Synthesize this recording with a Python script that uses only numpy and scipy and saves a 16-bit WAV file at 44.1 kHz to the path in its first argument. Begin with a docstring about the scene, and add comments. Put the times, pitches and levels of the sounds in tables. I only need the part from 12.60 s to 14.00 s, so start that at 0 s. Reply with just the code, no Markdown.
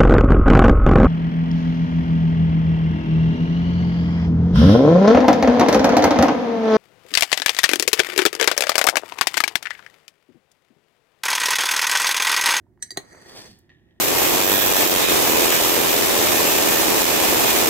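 """In a quiet room, close to a stereo microphone, a metal spoon stirs a drink in a ceramic mug on wood.
Over room tone and hum the drink plips (rising tones); the spoon drags (grainy friction through the mug's modes),
clinks on the wall, low down and on the bottom (struck modes, noise crack, wooden knock) and rasps up the wall
(coloured friction) with light bumps, small bubbles and a low noise slosh. It rubs to rest; a thin noise
spit comes just before the settling tick, and the last light rub dies away."""
import sys
import numpy as np
from scipy import signal
from scipy.fft import rfft, irfft
from scipy.io import wavfile

SR = 44100
rng = np.random.default_rng(int(sys.argv[2]) if len(sys.argv) > 2 else 0)


def wav_record(signal):
    """Record a signal, one row per channel, as 16-bit PCM in the file named by sys.argv[1]."""
    frames = np.transpose(np.atleast_2d(signal))
    bounded = np.clip(frames, -1, 1)
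    # unit amplitude maps onto the largest positive 16-bit level
    quanta = np.round(bounded * 32767).astype(np.int16)
    wavfile.write(sys.argv[1], SR, quanta)


N = 61739
T = np.arange(N) / SR
SIDES = np.array([[1], [-1]]) / 2  # left, right


def amp(db):
    """Decibels to gain."""
    return 10 ** (np.asarray(db) / 20)


def unit(x):
    """Scale to rms 1."""
    return x / np.sqrt(np.mean(x ** 2))


def fade(t60, start=0):
    """Exponential decay from a start time, 60 dB down after t60 seconds."""
    age = np.maximum(T - start, 0)
    return (T >= start) * np.exp(-np.log(1000) * age / t60)


def curve(table, axis=1):
    """Gain from one dB column of a time table, silent outside it."""
    rows = np.array(table)
    inside = (T >= rows[0, 0]) * (T <= rows[-1, 0])
    return amp(np.interp(T, rows[:, 0], rows[:, axis])) * inside


def ring(x, response):
    """Pass a sound through an impulse response by convolution."""
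    return irfft(rfft(x, 2 * N) * rfft(response, 2 * N), 2 * N)[..., :N]


def colour(x, points):
    """Causal minimum-phase filter with the given (f/Hz, level/dB) outline and unit energy."""
    hz, db = np.array(points).T
    grid = np.maximum(np.arange(N + 1) * SR / (2 * N), 1)
    outline_db = np.interp(np.log(grid), np.log(hz), db)
    cepstrum = irfft(np.log(amp(outline_db)))
    causal = 2 * cepstrum[:N] * (T > 0)
    response = irfft(np.exp(rfft(causal, 2 * N)))[:N]
    return ring(x, response / np.linalg.norm(response))


def pan(x, pan_db):
    """Set the left-minus-right level difference at the microphone."""
    return x * amp(pan_db * SIDES)


LEFT_LEAD_S = .00009


def spread(pair, side, pan_db=0):
    """Two unrelated sounds as middle and side; the left port hears the middle a little earlier."""
    middle, difference = pair
    early = np.interp(T + LEFT_LEAD_S, T, middle)
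    stereo = np.array([early + side * difference, middle - side * difference])
    return pan(stereo / np.hypot(1, side), pan_db)


def impulse(start):
    """One unit push."""
    return (np.arange(N) == int(start * SR)) * 1.


GRAINS_PER_S, GRAIN_SPREAD_DB = 5000, 3.0
JUDDER_DB, JUDDER_HZ = 2.0, 130.6  # size of the random force steps, and how many per second


def friction():
    """Dense catches of uneven size whose force judders."""
    caught = rng.random(N) < GRAINS_PER_S / SR
    size_db = GRAIN_SPREAD_DB * np.minimum(rng.exponential(size=N), 5)
    catches = caught * rng.choice([-1, 1], N) * amp(size_db)
    judder = np.interp(T * JUDDER_HZ, np.arange(N), rng.standard_normal(N))
    return unit(catches * amp(JUDDER_DB * judder))


# spectral outline of the quiet room: f/Hz, relative density level/dB
ROOM_TONE = [(20, -32), (45, -9), (95, -3.5), (130, -7), (240, -9), (300, -12.5), (360, -5.5), (440, -24.5),
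             (700, -24), (1200, -38), (1900, -34), (2500, -49.5), (5000, -58.5), (16000, -78.5)]
ROOM_DB, ROOM_SIDE, ROOM_PAN_DB = -59.5, .38, -4
HUM_HZ, HUM_DB, MIC_HISS_DB = 95.4, -68, -83.5
ECHO_DB, ECHO_T60_S, ECHO_DELAY_S = -11, 0.16, 0.0039


def room(direct):
    """A short diffuse echo (decaying noise response), low room noise, a faint hum and microphone hiss."""
    tail = rng.standard_normal((2, N)) * fade(ECHO_T60_S, ECHO_DELAY_S)
    echo = amp(ECHO_DB) * ring(direct, tail / np.linalg.norm(tail[0]))
    noise = colour(rng.standard_normal((2, N)), ROOM_TONE)
    air = amp(ROOM_DB) * spread(noise, ROOM_SIDE, ROOM_PAN_DB)
    hum = amp(HUM_DB) * np.sin(2 * np.pi * HUM_HZ * T)
    mic_hiss = amp(MIC_HISS_DB) * rng.standard_normal((2, N))
    return echo + air + hum + mic_hiss


PLIP_RISE_PER_S = 2.1  # pitch gained per second, as a fraction of the starting pitch


def bubble(start, hz, t60):
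    """A fading tone that rises in pitch."""
    age = np.maximum(T - start, 0)
    cycles = hz * age * (1 + PLIP_RISE_PER_S * age / 2)
    return np.sin(2 * np.pi * cycles) * fade(t60, start)


# single plips of the drink: t/s, starting f/Hz, level/dB before panning, t60/s
PLIPS = [(.067, 926, -58, 0.027), (.176, 1002, -53.5, .012), (0.175, 1800, -57.5, .008),
         (.194, 1503, -56.5, 0.0049), (0.323, 371, -41.5, 0.068), (0.531, 368.4, -46, 0.079),
         (0.662, 330, -46.5, 0.1)]
BODY_PAN_DB = -2.5  # left minus right, for the drink and the rasp's body


def plips():
    """Single bubbles in the drink, each a short rising tone."""
    tones = sum(amp(db) * bubble(start, hz, t60) for start, hz, db, t60 in PLIPS)
    return pan(tones, BODY_PAN_DB)


# contact spots, in the order of the mode table's level columns
SPOTS = ("wall", "low", "bottom", "drag")
# modes of mug and spoon: f/Hz, free t60/s, relative level/dB at wall, low down, bottom and when dragged,
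# left minus right level/dB, left lead phase/rad
MUG_MODES = [ (1735, .06, -31, -53, -40, -38, -3, 2.3), (1908, .07, -35, -39, -27, -41, 3, .2),
             (2090, .05, -55, -52, -36, -46, 0, 0), (3100, .03, -38, -56, -33, -64, 1, -2.6),
             (3945, .055, -34, -37, -34, -66, -1, -.7), (4058, .055, -42, -44, -26, -60, -4, -.7),
             (4260, .08, -36, -49, -32, -50, -5, -1.9), (4653, .055, -54, -30, -38, -47, -3, -.3),
             (4745, .05, -57, -36, -43, -57, -3, -.3), (5460, .05, -35, -58, -55, -81, -3, -1.1),
             (5680, .03, -49, -58, -37, -80, -3, -1.2), (6040, .05, -25, -51, -45, -56, -9, -1.9),
             (6140, .055, -34, -37, -33, -50, -5, -1.2), (6332, .05, -35, -38, -44, -60, -4, -.5),
             (6550, .04, -45, -49, -25, -54, 4, -1.0), (7550, .05, -29, -35, -39, -56, 1, 2.3),
             (7820, .03, -36, -51, -33, -46, -1, 2.0), (8220, .045, -23, -52, -47, -66, 2, 1.0),
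             (8525, .05, -45, -54, -39, -62, 2, .8), (8997, .045, -28, -55, -52, -80, 0, .4),
             (9520, .022, -42, -38, -36, -59, 0, -.2), (10330, .03, -43, -36, -46, -70, 0, -1.4),
             (10640, .03, -40, -52, -39, -64, 2, -1.8), (11020, .035, -31, -47, -49, -58, 0, -2.4),
             (12150, .02, -44, -45, -52, -66, 0, 2.5), (13530, .025, -75, -62, -37, -70, 0, .6),
             (14800, .02, -47, -44, -50, -65, 0, -.6)]
CONTACT_S = 0.00047  # time constant of the soft onset


def mug_responses():
    """The ring of mug and spoon for each contact spot; every mode radiates in its own direction."""
    out = np.zeros((len(SPOTS), 2, N))
    for hz, t60, *levels, pan_db, lead in MUG_MODES:
        phase = 2 * np.pi * (hz * T + rng.random()) + lead * SIDES
        wave = pan(np.sin(phase), pan_db) * fade(t60)
        out += amp(levels)[:, None, None] * wave
    return dict(zip(SPOTS, out * (1 - np.exp(-T / CONTACT_S))))


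# dragging on the bottom: t/s, level/dB over a ring of rms 1
DRAG = [(.2, -70.5), (.24, -56), (.29, -58.5), (.35, -56.5), (.41, -64.5), (.48, -58), (.53, -52),
        (.58, -55.5), (.61, -57), (.66, -53.5), (.72, -57.5), (.87, -53), (.96, -76.5)]
# outline of the dragging force: f/Hz, relative level/dB
DRAG_COLOUR = [(1800, -2.5), (4500, -0.5), (6300, 3), (8000, 2), (11000, 9.5), (15000, 6.5)]
PRESSED_T60_S = 0.082  # extra damping while the spoon presses on the mug


def drag(mug):
    """The friction of the sliding spoon keeps the damped modes of the mug ringing."""
    force = colour(friction(), DRAG_COLOUR)
    sing = ring(force, mug["drag"] * fade(PRESSED_T60_S))
    return unit(sing) * curve(DRAG)


# the mug's base on the wood: f/Hz, t60/s, relative level/dB, left lead phase/rad
BASE = [(135, .08, -38, .1), (200, .06, -40, .2), (296, .055, -32, .5), (388, .062, -27, .8),
        (490, .05, -37, 1.0), (700, .032, -24, 1.5), (816, .055, -31, 1.7), (1095, .045, -36, 2.3),
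        (1300, .025, -39, 2.6)]


def base_response():
    """The dull knock of the mug on the wood: low, short modes of alternating sign."""
    modes = 0
    for k, (hz, t60, db, lead) in enumerate(BASE):
        wave = np.sin(2 * np.pi * hz * T + lead * SIDES)
        modes = modes + (-1) ** k * amp(db) * wave * fade(t60)
    return modes * (1 - np.exp(-T / CONTACT_S))


# blows of the spoon: t/s, spot, ring gain level/dB, contact crack level/dB, wood knock gain level/dB,
# extra damping by the held spoon t60/s
CLINKS = [(0.2249, "wall", 1, -15.5, -25, .25), (0.306, "low", 0.5, -23.5, -24, .6),
          (0.3154, "low", -5, -35, -27, .6), (0.3721, "bottom", 0.5, -5, 2.5, .4)]
# outline of the contact crack: f/Hz, relative level/dB
CRACK = [(200, -15), (1000, -3), (2200, 6), (2700, -5.5), (3300, 4), (4400, -6.5), (5200, -19), (6200, 0.5),
         (7100, -15), (7900, -4.5), (10000, -0.5), (11700, -16.5), (14000, -11), (16000, -10)]
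CRACK_T60_S = 0.032
LEAD_IN_DB, LEAD_IN_T60_S = -16, 0.013  # level against the blow's push; growth time towards the blow


def clinks(mug, base):
    """A short grainy swell leads into each blow: modes ring, a noise burst cracks, the wood knocks."""
    out = 0
    for start, spot, ring_db, crack_db, knock_db, held_t60 in CLINKS:
        burst = rng.standard_normal((2, N)) * fade(CRACK_T60_S, start)
        crack = colour(burst / np.linalg.norm(burst[0]), CRACK)
        growth = (T < start) * np.exp(-np.log(1000) * np.abs(T - start) / LEAD_IN_T60_S)
        lead_in = friction() * growth
        push = impulse(start) + amp(LEAD_IN_DB) * lead_in / np.linalg.norm(lead_in)
        response = amp(ring_db) * mug[spot] * fade(held_t60) + amp(knock_db) * base
        out = out + ring(push, response) + amp(crack_db) * crack
    return out


# rasp along the wall: t/s, body level/dB, hiss level/dB, both before colouring and panning
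RASP = [(.36, -51, -95), (.39, -51, -94), (.48, -57, -60), (.54, -50, -68), (.61, -53.5, -60.5),
        (.69, -52, -50.5), (.735, -46, -49), (.785, -44, -41), (.815, -48, -46), (.838, -51.5, -49.5),
        (.86, -47.5, -47.5), (.905, -61, -54), (.96, -64.5, -61), (1.02, -77, -72), (1.08, -74, -88)]
# outlines of the low grind and the bright hiss: f/Hz, relative level/dB
RASP_BODY = [(60, -23), (150, -5.5), (380, -1), (700, -4.5), (1000, -8), (1400, -9), (2200, -13),
             (4000, -49.5)]
RASP_HISS = [(500, -27), (1500, -5), (1820, 3.5), (2200, -2), (3000, -1), (3450, 6), (3950, -1), (4400, 9),
             (5200, 4.5), (7100, -5.5), (7850, -5.5), (9500, -4), (11000, -17.5), (13500, -9.5),
             (15500, -13)]
BODY_SIDE, HISS_SIDE = 0.72, 0.37  # stereo width: side against middle


def rasp():
    """The same friction grains feed a low grind and a bright hiss."""
    grit = np.array([friction(), friction()])
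    body = colour(grit * curve(RASP, axis=1), RASP_BODY)
    hiss = colour(grit * curve(RASP, axis=2), RASP_HISS)
    return spread(body, BODY_SIDE, BODY_PAN_DB) + spread(hiss, HISS_SIDE)


SWIRL_FROM_S, SWIRL_TO_S, SWIRL_LOW_HZ, SWIRL_HIGH_HZ = .5, .86, 330, 1350
SWIRL_DB, SWIRL_CYCLES = -1.5, 19.6  # level against the rasp's body curve; t60 in starting cycles


def swirl():
    """The swirl sheds small bubbles whose loudness follows the body of the rasp."""
    out = np.zeros(N)
    for when, pitch, strength in rng.random(size=(40, 3)):
        start = SWIRL_FROM_S + when * (SWIRL_TO_S - SWIRL_FROM_S)
        hz = SWIRL_LOW_HZ * (SWIRL_HIGH_HZ / SWIRL_LOW_HZ) ** pitch
        out += np.sqrt(strength) * bubble(start, hz, SWIRL_CYCLES / hz)
    return pan(amp(SWIRL_DB) * curve(RASP) * out, BODY_PAN_DB)


# light touches as the spoon slides and settles: t/s, ring gain level/dB, base gain level/dB
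BUMPS = [(.522, -15, -28), (.659, -11, -21), (.774, -7, -18.5), (.791, -6.5, -26), (.857, -8, -32)]


def bumps(mug, base):
    """Light pushes set off the dragged ring of the mug and its base on the wood."""
    out = 0
    for start, ring_db, base_db in BUMPS:
        response = amp(ring_db) * mug["drag"] + amp(base_db) * base
        out = out + ring(impulse(start), response)
    return out


# the drink sloshes: t/s, level/dB before panning
SLOSH = [(.62, -88), (.68, -82), (.78, -58), (.86, -58.5), (.92, -51), (.98, -68), (1.06, -82)]
# outline of the slosh: f/Hz, relative level/dB
SLOSH_COLOUR = [(25, -18.5), (70, -7), (200, -6), (300, -12.5), (600, -45), (2000, -70)]


def slosh():
    """Low noise swells as the drink moves."""
    noise = colour(rng.standard_normal(N), SLOSH_COLOUR)
    return pan(noise * curve(SLOSH), BODY_PAN_DB)


# the resting spoon rubs: t/s, level/dB before colouring
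REST = [(.9, -68.5), (1.0, -71.5), (1.09, -75), (1.1, -55.5), (1.13, -61.5), (1.18, -67.5), (1.25, -72),
        (1.31, -69), (1.45, -77)]
# outline of the rub and the tap's push: f/Hz, relative level/dB
REST_COLOUR = [(500, -12.5), (1550, -16.5), (1770, 3.5), (1900, 4), (2100, -13.5), (2500, -9.5), (3600, -9),
               (4200, -20), (6500, -24.5), (9000, -44), (16000, -50)]
# outline of the tap's ring: f/Hz, relative level/dB
TAP_SOFTNESS = [(2000, 0), (4500, 11), (5200, -29), (16000, -50)]
SETTLE_AT_S, TAP_DB, TAP_RING_DB, REST_SIDE = 1.0942, -32.5, -30, 0.54


def settle(mug):
    """The spoon rubs by friction and tips against the wall with a light tap that rings the mug."""
    rub = spread(np.array([friction(), friction()]), REST_SIDE) * curve(REST)
    tap = impulse(SETTLE_AT_S)
    contact = colour(rub + amp(TAP_DB) * tap, REST_COLOUR)
    tap_ring = ring(tap, colour(mug["drag"], TAP_SOFTNESS))
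    return contact + amp(TAP_RING_DB) * tap_ring


SPIT_AT_S, SPIT_DB, SPIT_HZ, SPIT_T60_S = .9895, -48.5, 8330, 0.018


def spit():
    """The thin spit of a bursting bubble: a short bright noise."""
    burst = rng.standard_normal((2, N)) * fade(SPIT_T60_S, SPIT_AT_S)
    return amp(SPIT_DB) * colour(burst, [(SPIT_HZ / 2, -18), (SPIT_HZ, 0)])


def scene():
    """Spoon, mug and drink close to the microphone, in the room."""
    mug, base = mug_responses(), base_response()
    spoon = drag(mug) + clinks(mug, base) + rasp() + bumps(mug, base) + settle(mug)
    drink = plips() + swirl() + slosh() + spit()
    direct = spoon + drink
    return direct + room(direct)


TOP_HZ = 15750


def record(dry):
    """The recorder cuts the top with a steep elliptic low-pass."""
    low_pass = signal.ellip(10, .1, 80, TOP_HZ, fs=SR, output="sos")
    return signal.sosfilt(low_pass, dry)


dry = scene()
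out = record(dry)
wav_record(out)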